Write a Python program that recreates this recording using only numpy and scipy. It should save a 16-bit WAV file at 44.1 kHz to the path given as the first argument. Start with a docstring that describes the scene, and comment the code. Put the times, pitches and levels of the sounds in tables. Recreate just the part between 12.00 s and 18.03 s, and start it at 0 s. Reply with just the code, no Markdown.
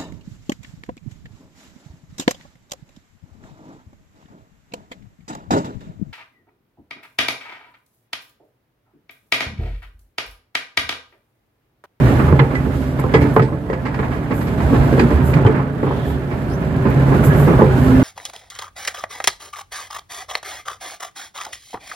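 """A labouring diesel behind the seat of an open excavator cab: a sum of wavering crank-order tones with clatter.
The machine shifts a timber mat over wet mud and sets its bucket down. Shaped random impulses shake frame, air
and panels, swelling tones boom at each lurch, and loose fittings ring. Bucket, pins and timber knock as filtered
noise with decaying steel modes; the bucket scrapes and a pin squeaks. Gliding tones are the hydraulic drives,
shaped noise the oil in its valves."""
import sys
import numpy as np
from scipy import signal
from scipy.fft import rfft, irfft
from scipy.io import wavfile
from scipy.ndimage import uniform_filter1d

SR = 44100
rng = np.random.default_rng(int(sys.argv[2]) if len(sys.argv) > 2 else 0)


def put_to_file(sound):
    """Save the sound as 16-bit audio at rate SR, in the file named by the first command-line argument."""
    columns = np.atleast_2d(sound).T  # one column per channel
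    safe = np.clip(columns, -1, 1)
    whole_steps = np.round(safe * 32767)
    wavfile.write(sys.argv[1], SR, whole_steps.astype(np.int16))


N = 265923
TIME = np.arange(N) / SR
FREQS = np.maximum(np.fft.rfftfreq(N, 1 / SR), 1)


def from_db(db):
    """Logarithmic level: decibels to amplitude gain."""
    return 10 ** (np.asarray(db) / 20)


def rms_one(x):
    """Normalisation: scale to unit power."""
    return x / np.sqrt(np.mean(x ** 2) + 1e-20)


def in_time(rows):
    """Linear interpolation: each column of a time curve at every sample."""
    s, *columns = np.transpose(rows)
    return [np.interp(TIME, s, c) for c in columns]


def colour(x, points):
    """Spectral weighting: apply the gains of a (frequency_hz, level_db) table."""
    hz, db = np.transpose(points)
    gain = from_db(np.interp(np.log(FREQS), np.log(hz), db))
    return irfft(rfft(x) * gain, N)


def shaped(x, points):
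    """Source-filter principle: colour a broadband drive, with steep skirts beyond the table; unit power."""
    low_hz, high_hz = points[0][0], points[-1][0]
    outside = np.maximum(np.maximum(low_hz / FREQS, FREQS / high_hz), 1)
    return rms_one(irfft(rfft(colour(x, points)) / outside ** 4, N))


def band(x, hz, kind, order=2):
    """Causal filtering with a Butterworth response."""
    return signal.sosfilt(signal.butter(order, hz, kind, fs=SR, output="sos"), x)


def drift(rate_hz):
    """Random modulation: low-passed noise of unit power."""
    return rms_one(irfft(rfft(rng.standard_normal(N)) / (1 + (FREQS / rate_hz) ** 2), N))


def evened(x, span_s):
    """Envelope flattening: take the slow swells out of a noise."""
    return x / np.sqrt(uniform_filter1d(x ** 2, int(span_s * SR)) + 1e-6)


def swell_at(s, rise_s, fall_s):
    """Gaussian envelope: one swell, with separate widths before and after its peak."""
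    return np.exp(-.5 * ((TIME - s) / np.where(TIME < s, rise_s, fall_s)) ** 2)


def contacts(per_s, spread_db):
    """Random impact process: clicks of uneven size and either sign; unit power."""
    sizes = from_db(spread_db * np.minimum(rng.exponential(1, N), 3)) * rng.choice([-1, 1], N)
    return rms_one(sizes * (rng.random(N) < per_s / SR))


# engine orders: crank_multiple, level_db
CRANK_ORDERS = [(1, -57), (2, -36), (5, -37.5), (7, -39.5), (8, -38), (9, -44.5), (10, -53), (11, -48),
                (12, -45), (14, -71), (16, -46), (18, -45), (20, -48)]
# order that swells in a resonance: crank_multiple, level_db (on resonance at 0 dB effort), resonance_hz,
# width_hz, follows (dB per dB of effort)
SWELLING_ORDERS = [(4, -25, 133, 10.7, 1.05)]
THROB_DB, THROB_HZ = 2.3, 7   # spread and rate of the level throb


def diesel(speed, turns, effort_db):
    """Harmonic excitation: crank orders waver and throb with uneven combustion; one swells in the cab's resonance."""
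    out, hunting_turns = 0, .012 * drift(4)
    swollen = []
    for order, db, hz, width, follows in SWELLING_ORDERS:
        detuning = 2 * (order * speed - hz) / width
        swollen.append((order, db + follows * effort_db - 10 * np.log10(1 + detuning ** 2)))
    throb = from_db(THROB_DB * np.minimum(drift(THROB_HZ), 1.5))
    for order, db in CRANK_ORDERS + swollen:
        phase_turns = round(order) * (turns + hunting_turns) + rng.random()
        own_throb = np.roll(throb, rng.integers(N))
        out = out + from_db(db) * own_throb * np.sqrt(2) * np.sin(2 * np.pi * phase_turns)
    return out


# clatter and chatter spectrum: frequency_hz, level_db (per Hz, relative)
RATTLE_SPECTRUM = [(450, 5), (700, 3), (860, 2.5), (1200, -3), (1500, -3), (1900, -7.5), (2500, -14),
                   (3300, -19.5), (4500, -28.5), (6000, -38), (10000, -39.5)]
# level law: level_db (at 0 dB effort), follows (dB per dB of effort)
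RATTLE_LEVEL = (-35, 1)


def rattle(turns, effort_db, clumps):
    """Amplitude modulation: combustion clatter pulses twice a turn; loose fittings chatter in clumps."""
    base_db, follows = RATTLE_LEVEL
    firing = 1 + 0.039 * np.cos(2 * np.pi * 2 * turns)
    clatter = shaped(firing * rng.standard_normal(N), RATTLE_SPECTRUM)
    chatter = shaped(clumps * rng.standard_normal(N), RATTLE_SPECTRUM)
    return from_db(base_db + follows * effort_db) * (from_db(-1.0) * clatter + from_db(-1.5) * chatter)


# spectra of frame, cab air and panels: frequency_hz, level_db (per Hz, relative)
SHAKE_SPECTRUM = [(20, -35), (30, -26), (37, 0.5), (46, 2.5), (59, 10), (73, 8.5), (85, 4.5), (105, -8),
                  (150, -55)]
BOOM_SPECTRUM = [(70, -19), (98, -6), (116, -3.5), (134, 4.5), (148, -3.5), (166, -4), (195, -14.5),
                 (260, -17)]
PANEL_SPECTRUM = [(150, -36), (200, 3.5), (232, 8.5), (262, 4), (288, -1.5), (335, -2), (385, -1),
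                  (480, -9), (600, -5), (720, -17), (1100, -23.5)]
# their level laws: level_db (at 0 dB effort), follows (dB per dB of effort)
SHAKE_LEVEL = (-26.5, 1)
BOOM_LEVEL = (-21.5, 0.89)
PANEL_LEVEL = (-26, 1.0)


def structure(effort_db):
    """Forced vibration: jolts from tracks and arm shake the frame, cab air and panels, harder with effort."""
    out = 0
    for spectrum, (base_db, follows), per_s, spread_db, span_s in [
            (SHAKE_SPECTRUM, SHAKE_LEVEL, 500, 7.1, 0.1),
            (BOOM_SPECTRUM, BOOM_LEVEL, 600, 3.8, 0.061),
            (PANEL_SPECTRUM, PANEL_LEVEL, 600, 2.2, 0.084)]:
        vibration = evened(shaped(contacts(per_s, spread_db), spectrum), span_s)
        out = out + from_db(base_db + follows * effort_db) * vibration
    return out


# lurches of the machine: start_s (peak of the swell), level_db, pitch_hz, width_s (Gaussian)
LURCH_EVENTS = [(0.07, -14, 121, 0.027), (0.297, -10, 74.9, 0.051), (0.339, -3, 134.4, 0.015),
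                (0.42, -3, 135, 0.01), (1.153, -10, 321, 0.0076), (1.235, -19, 288, 0.048),
                (.8, -20.5, 74, 0.15), (1.212, -12, 75.3, 0.03), (1.192, -6.5, 150, 0.0049),
                (1.386, -9, 130, 0.0081), (1.411, -4.5, 131, 0.0077), (1.464, -14.5, 130, 0.033),
                (2.653, -11, 75, 0.023), (2.73, -18, 270.6, 0.033), (3.005, -16.5, 305, 0.026),
                (2.8, -11, 75.3, 0.036), (3.04, -10.5, 234.1, 0.023), (4.093, -20.5, 76, 0.064),
                (3.153, -10, 71.8, 0.039), (3.305, -14, 67.7, 0.042), (3.37, -3.5, 135, 0.0083),
                (3.461, 1, 122.9, 0.0072), (4.986, -8.5, 126.6, 0.023), (5.288, -5.5, 137.5, 0.028),
                (5.43, -9, 138.8, 0.056), (5.673, -11.5, 136, 0.041)]
LURCH_WAVER_HZ = 7.82   # rms pitch deviation


def lurches():
    """Transient resonance: at each lurch one wavering cab tone swells and fades."""
    out, waver_turns = 0, LURCH_WAVER_HZ * np.cumsum(drift(19.4)) / SR
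    for s, db, hz, width in LURCH_EVENTS:
        tone = np.sin(2 * np.pi * (hz * TIME + waver_turns + rng.random()))
        out = out + from_db(db) * swell_at(s, width, width) * tone
    return out


# nominal range of the fittings: lowest_hz, highest_hz
FITTING_RANGE = (255.1, 1732.5)
# level law: level_db (at 0 dB effort), follows (dB per dB of effort)
FITTING_LEVEL = (-31, 1.1)
FITTING_HITS_PER_S, FITTING_SPREAD_DB = 9, 1.3   # for each fitting
FITTING_CYCLES, FITTING_FALL_DB = 100, -5.5   # cycles to decay 60 dB; level per octave


def fittings(effort_db, count=16):
    """Damped resonators: guard rails, latches and trim, jolted at random, each ring at their own pitch."""
    out = 0
    base_db, follows = FITTING_LEVEL
    for hz in np.geomspace(*FITTING_RANGE, count) * rng.uniform(.96, 1.04, count):
        w, r = 2 * np.pi * hz / SR, from_db(-60 * hz / (FITTING_CYCLES * SR))
        hits = contacts(FITTING_HITS_PER_S, FITTING_SPREAD_DB) + 1e-12 * np.cos(TIME)
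        ring = signal.lfilter([np.sin(w), -np.sin(w)], [1, -2 * r * np.cos(w), r * r], hits)
        out = out + from_db(FITTING_FALL_DB * np.log2(hz / FITTING_RANGE[0])) * rms_one(ring)
    return from_db(base_db + follows * effort_db) * rms_one(out)


# noise bands of a knock: low_hz, high_hz, t60_s (times the blow's length factor), swell_s, level_db (trim)
BLOW_BANDS = [(80.5, 250, 0.35, 0.0036, 4), (239, 448, 0.16, 0.00072, 1), (700, 1293, 0.23, 0.00017, 1),
              (1320, 2410, 0.26, 0.00023, 5.5), (2850, 5240, 0.23, 0.00028, 7.5)]
# steel modes of bucket and arm: pitch_hz (nominal), level_db (relative), t60_s
STEEL_MODES = [(378.5, -13, 0.39), (439.3, -3.5, 0.25), (509, -7, 0.32), (585.5, -5.5, 0.1),
               (791, -14, 0.29), (883, -8, 0.36), (1027.4, -1.5, 0.095), (1112, -9.5, 0.14),
               (1295, -19.5, 0.41), (1716, -2, 0.18), (1900, 1, 0.1), (1960, -5, 0.18), (2310, -14, .16),
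               (3183, -2, 0.08)]
STEEL_SHIFT = 0.019   # the load of mud detunes the modes from blow to blow (share of pitch)
STEEL_SPREAD_DB = 4.5   # each blow lands on another spot and favours other modes
STRIKE_DB = -5.5   # the first hard contact, against the crunch that follows


def knock(levels_db, length, contact_s, grit):
    """Impact and modal decay: a sharp strike, a crunch gritty above the bass, and the ring of the steel."""
    t, out = TIME[:len(grit)], 0
    for (low, high, t60, swell, trim_db), db in zip(BLOW_BANDS, levels_db):
        noise = band(rng.standard_normal(SR // 2), [low, high], "band", order=3)
        crunch = evened(noise, 3 / (high - low) + 0.0021)[-len(t):]
        if low > 600:
            crunch = crunch * grit
        strike = band(1. * (t == 0) + 1e-18 * crunch, [low, high], "band")
        strike = rng.choice([-1, 1]) * from_db(STRIKE_DB) * strike / np.abs(strike).max()
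        decay = from_db(db + trim_db - 60 * t / (t60 * length))
        out = out + (strike + crunch) * decay * (1 - np.exp(-t / swell))
    # the finest grit adds a brief sizzle
    sizzle = rms_one(band(rng.standard_normal(len(t)), [6000, 9000], "band"))
    out = out + sizzle * from_db(levels_db[-1] - 3.5 - 60 * t / 0.19)
    centres_hz = [np.sqrt(low * high) for low, high, *_ in BLOW_BANDS]
    for hz, db, t60 in STEEL_MODES:
        spot, load = rng.uniform(-1, 1, 2)
        strength_db = np.interp(hz, centres_hz, levels_db) + db + STEEL_SPREAD_DB * spot
        tone = np.sin(2 * np.pi * hz * (1 + STEEL_SHIFT * load) * t)
        out = out + rng.choice([-1, 1]) * from_db(strength_db - 60 * t / t60) * tone
    return out * (1 - np.exp(-t / contact_s))   # mud cushions a blow and slows its attack


# knocks of bucket, pins and timber: start_s, level_db, bass_db (added to the two lowest bands),
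# tilt_db (per octave from 1 kHz, other bands), contact_s (0.1 ms at least), length (factor on band t60)
BLOWS = [(.193, -21.5, -1, -9, 0.0019, 1), (0.279, -24, -4, -9, 0.00079, 0.54),
         (.325, -23, 9.5, -15, 0.00039, 0.21), (0.391, -19, -0.5, -5, 0.0012, 0.86),
         (0.503, -33, -5, -4, 0.0025, 2.2), (.548, -35, -14, 7.5, .0017, 0.27),
         (0.663, -37, 16.5, -15, 0.00083, 0.48), (.989, -30, 2.5, 0.5, 0.0016, 0.53),
         (1.039, -27.5, 9, -26, 0.00074, 0.4), (1.138, -17, 3, 2, 0.0018, 0.44),
         (1.148, -22, 0.5, -7, 0.0007, 0.99), (1.186, -33.5, 5, -3, .002, 0.6),
         (1.213, -28.5, 7, 3.5, 0.0022, 0.65), (1.249, -33, 10.5, -9, 0.0013, 0.85),
         (1.3637, -15, -0.5, -11, 0.00029, 0.51), (1.3952, -24, 4, -2, .00015, 0.37),
         (1.419, -37.5, 18, 8, .0023, 0.73), (1.487, -38, 6, -22, .0003, 0.58),
         (1.522, -34, 8, -10, 0.0019, 0.71), (1.699, -29.5, 11.5, 1, 0.0016, 0.14),
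         (1.728, -29.5, 1, 0.5, 0.0017, 0.51), (1.851, -24, -2, 1, 0.0065, 0.66),
         (1.941, -29, -20, 1, .0021, 0.43), (1.989, -22.5, 1, -1.5, .0024, 0.31),
         (2.025, -30.5, -4, -2, 0.0026, 1.2), (2.108, -33.5, -3, -2, 0.007, 2.5),
         (2.305, -23.5, 2.5, -1, 0.0069, 0.63), (2.41, -35, -16, 4.5, 0.0018, 0.41),
         (2.468, -39.5, 8, 7, 0.0037, 0.86), (2.602, -27, -9, -1, .001, 0.29),
         (2.725, -28.5, 10.5, -17, 0.0029, 1.2), (2.811, -30, 5, -14, .004, 0.86),
         (2.926, -35.5, 20, 6, 0.00078, 0.37), (2.978, -26.5, 9.5, -9, 0.0015, 1.2),
         (2.994, -23, 3, 5, 0.00089, 0.5), (3.109, -28.5, 10.5, -0.5, 0.00068, 0.41),
         (3.337, -35.5, -5, 9, 0.00084, 0.3), (3.363, -24, 0, -3, 0.0028, 0.7),
         (3.449, -24.5, 1.5, -24, 0.00055, 0.78), (3.464, -21.5, 4, 0, 0.0005, 0.32),
         (3.494, -28.5, 10.5, -13, 0.0013, 0.51), (3.543, -27.5, 0.5, -7, .002, 1.7),
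         (3.593, -28.5, -5, -10, 0.0016, 0.89), (3.829, -28, 8, -8, 0.00069, .6),
         (3.864, -26, 3.5, -13, 0.0044, 0.78), (3.909, -27, -3, -17, .0005, .5),
         (4.31, -32.5, 2, 0, 0.0059, 0.98), (4.852, -25.5, 7.5, -3.5, 0.003, 1),
         (5.078, -35, 16.5, -13, 0.0017, 0.5), (5.115, -23, 2.5, -11, .005, 1),
         (5.472, -23.5, 6, -10, 0.0039, 3), (5.589, -20.5, 4, -22, 0.0027, 0.72),
         (5.619, -18, 8.5, -15, .0007, 0.32)]
# thud, body, clank, crack and grit of a plain blow: level_db (relative)
BLOW_SHAPE = [1.5, 4, -1, -9.5, -26]


def knocks(grit):
    """Spectral balance of impact: a heavy blow has more thud, a steely one more treble."""
    out = np.zeros(N + SR)
    octaves = np.log2([np.sqrt(low * high) / 1000 for low, high, *_ in BLOW_BANDS])
    for s, db, bass_db, tilt_db, contact_s, length in BLOWS:
        balance_db = np.where(octaves < -.5, bass_db, tilt_db * octaves)
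        levels_db = db + np.array(BLOW_SHAPE) + balance_db
        at = int(s * SR)
        blow = knock(levels_db, length, max(contact_s, 1e-4), grit[at:at + SR * 2 // 5])
        out[at:at + len(blow)] += blow
    return out[:N]


# single struck parts: start_s, level_db, pitch_hz, t60_s
STRUCK_PARTS = [(0.399, -13, 459, .2), (.402, -23, 905, .2), (.555, -17.5, 2004, 0.11),
                (1.146, -6, 445, 0.1), (1.211, -22, 2250, .05), (1.372, -11, 440, .16),
                (1.42, -24, 1750, .07), (1.425, -54, 8200, 0.54), (2.998, -11, 368, 0.24),
                (3.338, -17, 2400, 0.03), (3.468, -19, 440, 0.27), (4.853, -25, 1030, 0.11),
                (5.305, -23, 1670, 0.18), (5.61, -12.5, 851, 0.085), (.3265, -12, 1050, .025),
                (1.141, -20, 1653, .13), (1.141, -29, 3273, .11), (1.143, -37, 4904, .13),
                (1.149, -13, 2008, .14), (1.04, -14, 1050, .04), (1.04, -13, 430, .1),
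                (1.3642, -6, 1080, .03), (1.3642, -8, 770, .045), (1.3955, -10, 1250, .028),
                (1.3955, -12, 720, .04), (1.486, -23, 1050, .04), (2.312, -23, 875, .16),
                (2.994, -29, 4689, .08), (2.994, -20, 2550, .04), (3.4495, -12, 900, .03),
                (3.4495, -13, 500, .06), (3.464, -24, 3100, .04), (3.465, -13, 1150, .035),
                (3.909, -22, 950, .04), (5.591, -12, 640, .09), (5.6, -14, 1150, .06),
                (5.619, -7, 465, .07)]


def clinks():
    """Free vibration: each struck part rings as one decaying tone."""
    out, t = np.zeros(N + SR), TIME[:SR // 2]
    for s, db, hz, t60 in STRUCK_PARTS:
        at = int(s * SR)
        out[at:at + len(t)] += from_db(db - 60 * t / t60) * np.sin(2 * np.pi * hz * t)
    return out[:N]


# bucket dragging over timber: start_s, level_db
SCRAPE_LEVEL = [(1.62, -53), (1.72, -30), (1.82, -42), (1.88, -42), (1.96, -39), (2.05, -41), (2.18, -38),
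                (2.27, -56), (2.33, -34), (2.45, -54), (2.55, -75)]
SLIPS_PER_S, SLIP_SPREAD_DB, SCRAPE_DULL_HZ = 70, 3, 1300   # the last is the low-pass corner of the ticks


def scrape():
    """Stick-slip friction: steel on wet wood gives uneven, dull ticks, each ringing the bucket's modes."""
    t, ring = TIME[:SR // 2], 0
    for hz, db, t60 in STEEL_MODES:
        mode = from_db(db - 60 * t / t60) * np.sin(2 * np.pi * hz * t)
        ring = ring + rng.choice([-1, 1]) * mode
    slips = band(contacts(SLIPS_PER_S, SLIP_SPREAD_DB), SCRAPE_DULL_HZ, "low", order=3)
    return from_db(in_time(SCRAPE_LEVEL)[0]) * rms_one(signal.fftconvolve(slips, ring)[:N])


# slip of a dry pin: start_s (peak of the swell), level_db, pitch_hz (mean), rise_s, fall_s (Gaussian)
PIN_SLIP = (.3965, -21.5, 920, .0026, .007)
# its partials: pitch_multiple, level_db (relative)
PIN_PARTIALS = [(1, -3), (2, 5), (3, -3), (4, -9.5)]


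def squeak():
    """Stick-slip oscillation: a dry pin squeaks hoarsely for milliseconds, a short stack of rough partials."""
    s, db, hz, rise, fall = PIN_SLIP
    phase = 2 * np.pi * np.cumsum(hz * (1 + .1 * drift(300))) / SR
    partials = sum(from_db(partial_db) * np.sin(round(k) * phase) for k, partial_db in PIN_PARTIALS)
    return from_db(db) * swell_at(s, rise, fall) * partials


# hums of the hydraulic drives, one list for each: start_s, pitch_hz, level_db
DRIVE_GLIDES = [
    [(0, 254, -24), (.2, 260, -25), (.4, 256, -38), (.6, 262, -33), (.8, 260, -27), (1.0, 254, -30),
     (1.15, 250, -50)],
    [(3.45, 428, -48), (3.65, 432, -34), (3.9, 412, -35), (4.1, 405, -33), (4.25, 362, -39),
     (4.38, 350, -36), (4.6, 368, -37), (4.9, 398, -33), (5.2, 412, -30), (5.42, 419, -29), (5.6, 420, -48)],
    [(4.1, 148, -48), (4.4, 150, -32), (4.7, 163, -28), (5.0, 174, -28), (5.4, 173, -27), (5.6, 170, -45)],
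    [(5.62, 236, -42), (5.78, 252, -23), (5.87, 259, -13), (6.03, 261, -13.5)],
]
HUM_WAVER_DB, HUM_WAVER_TURNS = 1, .025   # spread of level and of phase


def hums():
    """Frequency modulation: each hydraulic drive sings one gliding note, unsteady in level and pitch."""
    out, unsteady, waver_turns = 0, from_db(HUM_WAVER_DB * drift(14)), HUM_WAVER_TURNS * drift(12)
    for glide in DRIVE_GLIDES:
        hz, db = in_time(glide)
        outside_s = np.abs(TIME - np.clip(TIME, glide[0][0], glide[-1][0]))
        tone = np.sqrt(2) * np.sin(2 * np.pi * (np.cumsum(hz) / SR + waver_turns))
        out = out + from_db(db - 300 * outside_s) * tone
    return unsteady * out


# oil flow through the valves: start_s, level_db (before HISS_DB)
OIL_FLOW = [(0, -47), (.15, -44), (.43, -54.5), (.8, -48.5), (.95, -54), (1.2, -50), (1.55, -59),
            (1.85, -58.5), (2.16, -53), (2.25, -58), (2.5, -54), (2.8, -46.5), (3.0, -48), (3.25, -51.5),
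            (3.62, -64), (4.05, -51), (4.25, -55.5), (4.74, -56), (5.0, -50), (5.45, -46.5), (5.7, -47),
            (6.03, -44)]
# spectra of flow hiss, spurts and the singing boom valve: frequency_hz, level_db (per Hz, relative)
HISS_SPECTRUM = [(2500, 9), (4500, 4), (5800, 0), (7400, 0), (9300, -1.5), (11000, -0.5), (12300, 2),
                 (13500, -1.5), (15500, -22)]
JET_SPECTRUM = [(3500, -19), (5800, -8), (7300, 0), (9300, -3.5), (11000, 2), (12200, 8), (13500, 1),
                (15500, -16)]
SING_SPECTRUM = [(2900, -15), (3300, -5), (3500, -8), (3900, -16)]
# valve spurts: start_s (peak of the swell), level_db (before the jet's trim), rise_s, fall_s (Gaussian)
VALVE_SPURTS = [(1.0, -35.5, .0044, 0.0049), (1.22, -46, 0.0073, .015), (1.345, -44, 0.0068, 0.034),
                (2.36, -42, 0.019, 0.084), (3.27, -37.5, 0.02, 0.043), (4.09, -46, 0.025, 0.035),
                (4.902, -40, .003, .006), (5.25, -29.5, 0.0085, 0.03), (5.41, -36, 0.046, 0.045),
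                (5.85, -43, 0.058, 0.034)]
# brief singing of the boom valve: start_s, level_db
SING_LEVEL = [(3.75, -74), (3.87, -52), (4.05, -50), (4.15, -50), (4.25, -75)]
# whistle of an opening valve: start_s, pitch_hz, level_db
VALVE_WHISTLE = [(4.45, 4400, -89), (4.5, 4680, -48), (4.55, 5930, -49), (4.6, 6580, -80)]
HISS_DB = 0.34   # relative to the flow


def hydraulics():
    """Turbulent flow noise: oil hisses with the flow, spurts as spools move and whistles through narrow gaps."""
    flutter = from_db(1.8 * drift(12))
    flow_db = in_time(OIL_FLOW)[0]
    hiss = from_db(flow_db + HISS_DB) * flutter * shaped(rng.standard_normal(N), HISS_SPECTRUM)
    opening = sum(from_db(db) * swell_at(s, rise, fall) for s, db, rise, fall in VALVE_SPURTS)
    jet = from_db(-4.5) * opening * shaped(rng.standard_normal(N), JET_SPECTRUM)
    sing = from_db(in_time(SING_LEVEL)[0]) * shaped(rng.standard_normal(N), SING_SPECTRUM)
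    hz, db = in_time(VALVE_WHISTLE)
    phase = 2 * np.pi * np.cumsum(hz) / SR
    # turbulence makes the whistle hoarse
    whistle = drift(450) * np.sin(phase) + 0.52 * drift(800) * np.sin(2 * phase)
    return hiss + jet + sing + from_db(db) * whistle


# resonances and nulls of cab and panels: pitch_hz, width_hz, level_db
CAB_RESONANCES = [(71, 6, -1.5), (209, 67, -1.5), (288, 9.5, 5.5), (380, 24, -0.5), (387, 9.8, 4),
                  (572.4, 9.4, 3.5), (720, 27, -1), (837.5, 8.9, 6), (1150, 20, 0), (1220, 29, 1),
                  (1560, 57, -1.5), (1596, 74, 3), (2940, 52, 1.5)]
# reflections off the nearest panes: delay_s, level_db (reached in the treble)
PANE_ECHOES = [(.0029, -20), (.0061, -12.5), (0.0126, -14.5)]
# sound scattered off glass and steel: frequency_hz, level_db
SCATTER_LEVEL = [(60, -51), (130, -14.5), (280, -11), (500, -10), (900, -2), (2000, 0.5), (5000, -2),
                 (12000, -3)]
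# left minus right: frequency_hz, level_db
SIDE_TILT = [(60, -5), (120, -1), (220, -5.5), (400, -0.5), (690, -0.5), (1280, -6), (2200, -7.5),
             (4200, 0.5), (7500, 1.5), (12000, -3.5)]
LEFT_LAG_S = 0.0002675   # reached in the treble


def cab(direct, scattered):
    """Room acoustics: bass fills the cab evenly; diffuse treble bounces off glass and reaches the right first."""
    modes = from_db(sum(db / (1 + (2 * (FREQS - hz) / width) ** 2) for hz, width, db in CAB_RESONANCES))
    glass = sum(from_db(db) * np.exp(-2j * np.pi * FREQS * delay) for delay, db in PANE_ECHOES)
    response = modes * (1 + glass / (1 + (1300 / FREQS) ** 2))
    side = colour(scattered, SCATTER_LEVEL)
    lag_s = LEFT_LAG_S / (1 + (800 / FREQS) ** 2)
    left = irfft(rfft(direct + side) * response * np.exp(-2j * np.pi * FREQS * lag_s), N)
    right = irfft(rfft(direct - side) * response, N)
    left = colour(left, [(hz, db / 2) for hz, db in SIDE_TILT])
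    right = colour(right, [(hz, -db / 2) for hz, db in SIDE_TILT])
    return np.array([left, right])


# engine speed: start_s, speed_hz (crank turns per second)
ENGINE_SPEED = [(0, 32.9), (1.0, 34), (1.3, 33.3), (1.7, 37.2), (2.2, 37.2), (2.8, 33.8), (3.2, 33.4),
                (3.7, 34.2), (4.3, 35.9), (4.9, 33.9), (5.3, 34.5), (5.6, 33.1), (5.85, 32.35),
                (6.03, 32.4)]
# strain on the machine: start_s, effort_db
STRAIN = [(0, 7), (.12, 7), (.3, 3), (.48, -1), (.92, -4), (1.27, 2.5), (1.45, -6), (1.6, -9), (1.8, -6),
          (2.03, -1.5), (2.26, -5), (2.36, -2), (2.53, 0), (2.749, 5), (3.02, 4.5), (3.5, 2.5), (3.72, -5),
          (3.95, 0), (4.27, -4.5), (4.7, -0.5), (5.0, 4), (5.35, 6.5), (5.74, 4), (6.03, 7.5)]


def scene():
    """Superposition: all sources add up at the driver's seat."""
    speed, effort_db = in_time(ENGINE_SPEED)[0], in_time(STRAIN)[0]
    turns = np.cumsum(speed) / SR
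    # the power of each touch of a loose fitting decays with a time constant of 8.6 ms
    touches = contacts(130, 2.2) ** 2 + 1e-9
    clumps = np.sqrt(signal.lfilter([1], [1, -np.exp(-1 / (0.0086 * SR))], touches))
    grit = rms_one(from_db(1.8 * np.minimum(drift(300), 2)))   # 1.8 dB spread, 300 Hz rate
    # two independent draws of the spread-out sources: direct and scattered
    direct, scattered = [rattle(turns, effort_db, clumps) + structure(effort_db) + fittings(effort_db)
                         + knocks(grit) + scrape() + squeak() + hydraulics() for path in range(2)]
    tones = diesel(speed, turns, effort_db) + lurches() + clinks() + hums()
    return cab(direct + tones, scattered)


def record(dry):
    """Band limiting and soft saturation: deep rumble is filtered out, loud peaks rounded, the top cut."""
    lean = band(dry, 43.0, "high", order=3)
    rounded = lean / (1 + lean ** 6) ** (1 / 6)
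    return signal.sosfilt(signal.ellip(10, .1, 90, 15450, fs=SR, output="sos"), rounded)


dry = scene()
out = record(dry)
put_to_file(out)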